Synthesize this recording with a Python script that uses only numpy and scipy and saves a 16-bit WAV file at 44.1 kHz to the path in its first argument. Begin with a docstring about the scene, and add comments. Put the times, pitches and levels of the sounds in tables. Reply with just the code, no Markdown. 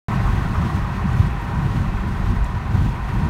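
"""Inside a car at steady highway speed. Gusts buffet the body and hiss along the windows: shaped noise
under timed levels. The cabin booms at its lowest resonance, near 48 Hz. The tyres roar near 1 kHz as noise
with resonances, flaring early on over patches of road, and their tread hums with a wavering pitch.
Bumps thump through the suspension as quickly dying sines; the trim gives a few faint noise ticks."""
import sys
import numpy as np
from scipy import signal
from scipy.fft import rfft, irfft
from scipy.io import wavfile
from scipy.ndimage import uniform_filter1d

SR = 44100
rng = np.random.default_rng(int(sys.argv[2]) if len(sys.argv) > 2 else 0)


def master(y):
    """Save y as 16-bit WAV."""
    cut = np.clip(np.atleast_2d(y).T, -1, 1)
    pcm = np.round(cut * 32767)  # scale
    wavfile.write(sys.argv[1], SR, pcm.astype(np.int16))


N = 145089


def undb(db):
    """Decibels to amplitude gain."""
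    return 10 ** (np.asarray(db) / 20)


def curve(table):
    """Second column of a timed table, joined by straight lines."""
    rows = np.array(table)
    return np.interp(np.arange(N) / SR, rows[:, 0], rows[:, 1])


def bell(hz, centre_hz, width_hz):
    """Resonance curve: 1 at the centre, one half at half a width to either side."""
    return 1 / (1 + (2 * (hz - centre_hz) / width_hz) ** 2)


def noise(colour=None, peaks=(), band=None):
    """Unit-RMS noise, coloured by a spectrum, lifted by resonances or confined to a band (Hz, width Hz)."""
    hz = np.maximum(np.fft.rfftfreq(N, 1 / SR), 1)
    gain = np.ones(len(hz)) if band is None else bell(hz, *band)
    if colour is not None:
        rows = np.array(colour)
        level_db = np.interp(np.log(hz), np.log(rows[:, 0]), rows[:, 1])
        top_hz = rows[-1, 0]
        gain = gain * undb(level_db)
        gain = gain * np.minimum(top_hz / hz, 1) ** 4  # 24 dB/octave above the table
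    for centre_hz, width_hz, lift_db in peaks:
        gain = gain * undb(lift_db * bell(hz, centre_hz, width_hz))
    x = irfft(rfft(rng.standard_normal(N)) * gain, N)
    return x / x.std()


def wander(rate_per_s):
    """Unit random drift that turns about rate_per_s times a second: Gaussian low-passed noise."""
    hz = np.fft.rfftfreq(N, 1 / SR)
    x = irfft(rfft(rng.standard_normal(N)) * np.exp(-(2 * hz / rate_per_s) ** 2), N)
    return x / x.std()


def flutter(rate_per_s, rms_db):
    """Gain that wanders at random."""
    return undb(rms_db * wander(rate_per_s))


def even(x, span_s):
    """Noise divided by its running RMS, so that slow chance swells vanish."""
    size = max(int(span_s * SR), 2)
    power = uniform_filter1d(uniform_filter1d(x ** 2, size), size)
    return x / np.sqrt(power)


def reflect(x):
    """Close, quickly fading reflections off glass and dashboard ripple the spectrum."""
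    echo_db, decay_s = -11, 0.0054  # all echoes together; time to 1/e
    t = np.arange(N) / SR
    echoes = rng.standard_normal(N) * np.exp(-t / decay_s) * (t > decay_s / 2)
    echoes *= undb(echo_db) / np.linalg.norm(echoes)
    return irfft(rfft(x) * (1 + rfft(echoes)), N) / np.hypot(1, undb(echo_db))


def buffeting():
    """Turbulent gusts shake the body panels: low rumble with a fluttering level."""
    # gust rumble before offset: t/s, level/dB
    gust_levels = [(0.1, -23.5), (0.21, -20.5), (0.31, -22.5), (0.34, -19), (0.47, -24.5), (0.52, -20),
                   (0.555, -27), (0.6, -21), (0.66, -20), (0.705, -26.5), (0.745, -19.5), (0.84, -24.5),
                   (1.02, -26), (1.055, -19), (1.13, -21), (1.2, -16.5), (1.29, -22.5), (1.34, -29),
                   (1.41, -29.5), (1.5, -24), (1.65, -19), (1.71, -22.5), (1.8, -20), (1.92, -25.5),
                   (1.98, -28.5), (2.09, -22), (2.14, -25), (2.27, -22), (2.31, -19), (2.48, -31),
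                   (2.53, -23.5), (2.59, -30.5), (2.65, -29.5), (2.75, -17.5), (2.87, -21), (2.95, -27.5),
                   (3.06, -31), (3.15, -20.5), (3.2, -22.5), (3.25, -18), (3.28, -22)]
    # relative rumble spectrum: f/Hz, level/dB
    rumble_colour = [(15, -50), (40, -19.5), (66, -1.5), (105, -1), (135, 0.5), (162, -7), (188, -3.5),
                     (235, -12.5), (290, -23), (335, -17), (390, -29), (500, -34), (1200, -38)]
    offset_db = 0.74
    rumble = even(noise(rumble_colour), span_s=0.042) * flutter(rate_per_s=29, rms_db=0.92)
    return rumble * undb(curve(gust_levels) + offset_db)


def window_hiss():
    """Turbulent air hisses along the windows: reflected high noise with a fluttering level."""
    # window hiss before offset: t/s, level/dB
    hiss_levels = [(0.1, -51), (0.25, -48.5), (0.42, -51.5), (0.76, -49), (0.83, -52.5), (1.08, -53),
                   (1.2, -47.5), (1.26, -50.5), (1.35, -56), (1.45, -51.5), (1.48, -53.5), (1.81, -50),
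                   (1.85, -54), (2.22, -52), (2.28, -50.5), (2.42, -55), (2.45, -51), (2.48, -54),
                   (2.68, -55.5), (2.75, -50.5), (2.8, -50), (2.83, -48.5), (2.885, -50.5), (2.91, -55.5),
                   (3.0, -54.5), (3.1, -53), (3.28, -51.5)]
    # relative hiss spectrum: f/Hz, level/dB
    hiss_colour = [(600, -2), (2000, 5), (3300, 2.5), (4500, -2.5), (4950, -4.5), (5800, -4.5),
                   (6800, -6.5), (7500, -10), (8400, -9.5), (9600, -11), (10400, -16.5), (11400, -13),
                   (13500, -15.5), (15800, -19)]
    offset_db = 6
    hiss = reflect(noise(hiss_colour)) * flutter(rate_per_s=74, rms_db=0.92)
    return hiss * undb(curve(hiss_levels) + offset_db)


def cabin():
    """Road and engine drive the lowest resonance of the cabin air in slow swells."""
    # cabin boom before offset: t/s, level/dB
    boom_levels = [(.1, -23), (.2, -30), (.28, -15.5), (.4, -26.5), (.6, -28), (.72, -60), (.82, -24),
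                   (1.0, -34), (1.08, -24), (1.28, -26), (1.42, -30.5), (1.52, -29), (1.61, -22),
                   (1.72, -29), (1.84, -19.5), (2.05, -29.5), (2.2, -24), (2.42, -18.5), (2.5, -28),
                   (2.72, -29), (2.84, -24.5), (3.0, -27), (3.18, -25), (3.28, -34)]
    # relative boom spectrum: f/Hz, level/dB
    boom_colour = [(10, -36), (22, -27), (29, 1), (37, -10), (43, -5.5), (48, 7), (54, 0.5), (62, -4),
                   (75, -17), (120, -47)]
    offset_db = 0.5
    return even(noise(boom_colour), span_s=0.31) * undb(curve(boom_levels) + offset_db)


def road_patches():
    """Patches of the road make brief Gaussian flares of narrow-band tyre noise."""
    # flares before offset, relative to the roar: t/s, gain/dB
    flare_gains = [(0.121, 7.5), (0.261, 4), (0.279, 4), (0.555, 9.5), (.63, 1.5), (0.706, 5), (0.851, 2),
                   (.997, 5), (1.094, 4.5), (1.223, 1.5)]
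    sigma_s, centre_hz, width_hz, offset_db = 0.007, 1100, 290, -3
    t = np.arange(N) / SR
    envelope = sum(undb(db) * np.exp(-.5 * ((t - at_s) / sigma_s) ** 2) for at_s, db in flare_gains)
    return envelope * undb(offset_db) * even(noise(band=(centre_hz, width_hz)), span_s=0.0087)


def tyres():
    """Rolling noise with narrow tread and cavity resonances, road-patch flares and uneven grit."""
    # tyre noise before offset: t/s, level/dB
    roar_levels = [(.1, -30), (.6, -32), (1.1, -32.5), (1.7, -33.5), (2.4, -34), (3.05, -34.5), (3.28, -33)]
    # relative roar spectrum: f/Hz, level/dB
    roar_colour = [(150, -1), (255, 3.5), (380, -4.5), (470, -5), (510, -7.5), (570, 0.5), (615, -9.5),
                   (680, -2), (800, -2), (1000, 3.5), (1120, 1), (1300, -2), (1550, -3.5), (1680, -8.5),
                   (1900, -3), (2150, -12.5), (2550, -15), (3000, -23), (4300, -25), (7000, -52)]
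    # tread and cavity resonances: f/Hz, width/Hz, lift/dB
    tyre_peaks = [(424, 20, 5.5), (810, 43, 5.5), (1340, 35, -0.5), (1540, 44, 2), (1990, 60, 0.5)]
    offset_db = 0.96
    grit_hz, grit_width_hz, grit_db = 2524, 560, -20.5  # level relative to the roar
    roar = reflect(noise(roar_colour, tyre_peaks)) * flutter(rate_per_s=81, rms_db=0.83)
    patches = road_patches()
    grit = undb(grit_db) * noise(band=(grit_hz, grit_width_hz)) * flutter(rate_per_s=73, rms_db=2.5)
    return (roar + patches + grit) * undb(curve(roar_levels) + offset_db)


def tread():
    """The tread blocks hum; the pitch wavers and the hum comes and goes with the road surface."""
    # tread hum: t/s, level/dB
    tread_levels = [(.1, -54), (.45, -49), (.62, -47), (.85, -55), (1.1, -39), (1.3, -46), (1.56, -36),
                    (1.7, -48), (2.2, -45.5), (2.6, -48), (2.89, -38), (3.0, -49), (3.2, -36)]
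    centre_hz, width_hz, waver_rms_hz, waver_per_s = 960, 26, 14, 14
    hum = signal.hilbert(even(noise(band=(centre_hz, width_hz)), span_s=0.033))
    drift_rad = 2 * np.pi * np.cumsum(waver_rms_hz * wander(waver_per_s)) / SR
    wavering_hum = (hum * np.exp(1j * drift_rad)).real
    return wavering_hum * undb(curve(tread_levels))


def suspension():
    """A bump shakes the body for a few quickly dying cycles."""
    # bump thumps: t/s, envelope peak/dB, nominal f/Hz
    bumps = [(0.575, -11.5, 78.6), (1.197, -7, 86), (2.296, -15, 73), (2.56, -12.5, 95), (2.749, -9.5, 86),
             (2.785, -14, 80.5)]
    rise_s, pitch_spread = 0.006, 0.07  # spread: RMS fraction of pitch
    out = np.zeros(N)
    for (at_s, db, nominal_hz), chance in zip(bumps, rng.standard_normal(len(bumps))):
        age_s = np.maximum(np.arange(N) / SR - at_s, 0)
        envelope = age_s / rise_s * np.exp(1 - age_s / rise_s)
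        hz = nominal_hz * (1 + pitch_spread * chance)
        out += undb(db) * envelope * np.sin(2 * np.pi * hz * age_s)
    return out


def trim():
    """Plastic parts tick: a short wide-band crack with one high ring."""
    # trim ticks before envelope: t/s, ring level/dB, ring f/Hz
    ticks = [(1.088, -48, 6300), (1.131, -44.5, 6800), (1.333, -51, 12900), (1.417, -49, 12500),
             (2.4436, -41.5, 7200), (2.748, -47, 8160), (2.883, -60, 8800)]
    rise_s, decay_s = 0.00078, 0.0027
    ring_width_hz, crack_width_hz, crack_db = 270, 5500, 1.5  # crack relative to ring
    out = np.zeros(N)
    for at_s, db, ring_hz in ticks:
        age_s = np.maximum(np.arange(N) / SR - at_s, 0)
        envelope = (1 - np.exp(-age_s / rise_s)) * np.exp(-age_s / decay_s)
        ring = even(noise(band=(ring_hz, ring_width_hz)), span_s=0.0053)
        crack = noise(band=(ring_hz, crack_width_hz))
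        out += undb(db) * envelope * (ring + undb(crack_db) * crack)
    return out


def scene():
    """Mono sum of all sources."""
    wind = buffeting() + window_hiss()
    return (wind + cabin() + tyres() + tread() + suspension() + trim())[None, :]


def record(dry):
    """The sound starts abruptly and a steep low-pass cuts the top."""
    start_s, top_hz = .0838, 15800
    running = np.arange(N) / SR >= start_s
    low_pass = signal.ellip(10, .1, 90, top_hz, fs=SR, output="sos")  # ripple, stopband in dB
    return signal.sosfilt(low_pass, dry * running)


dry = scene()
out = record(dry)
master(out)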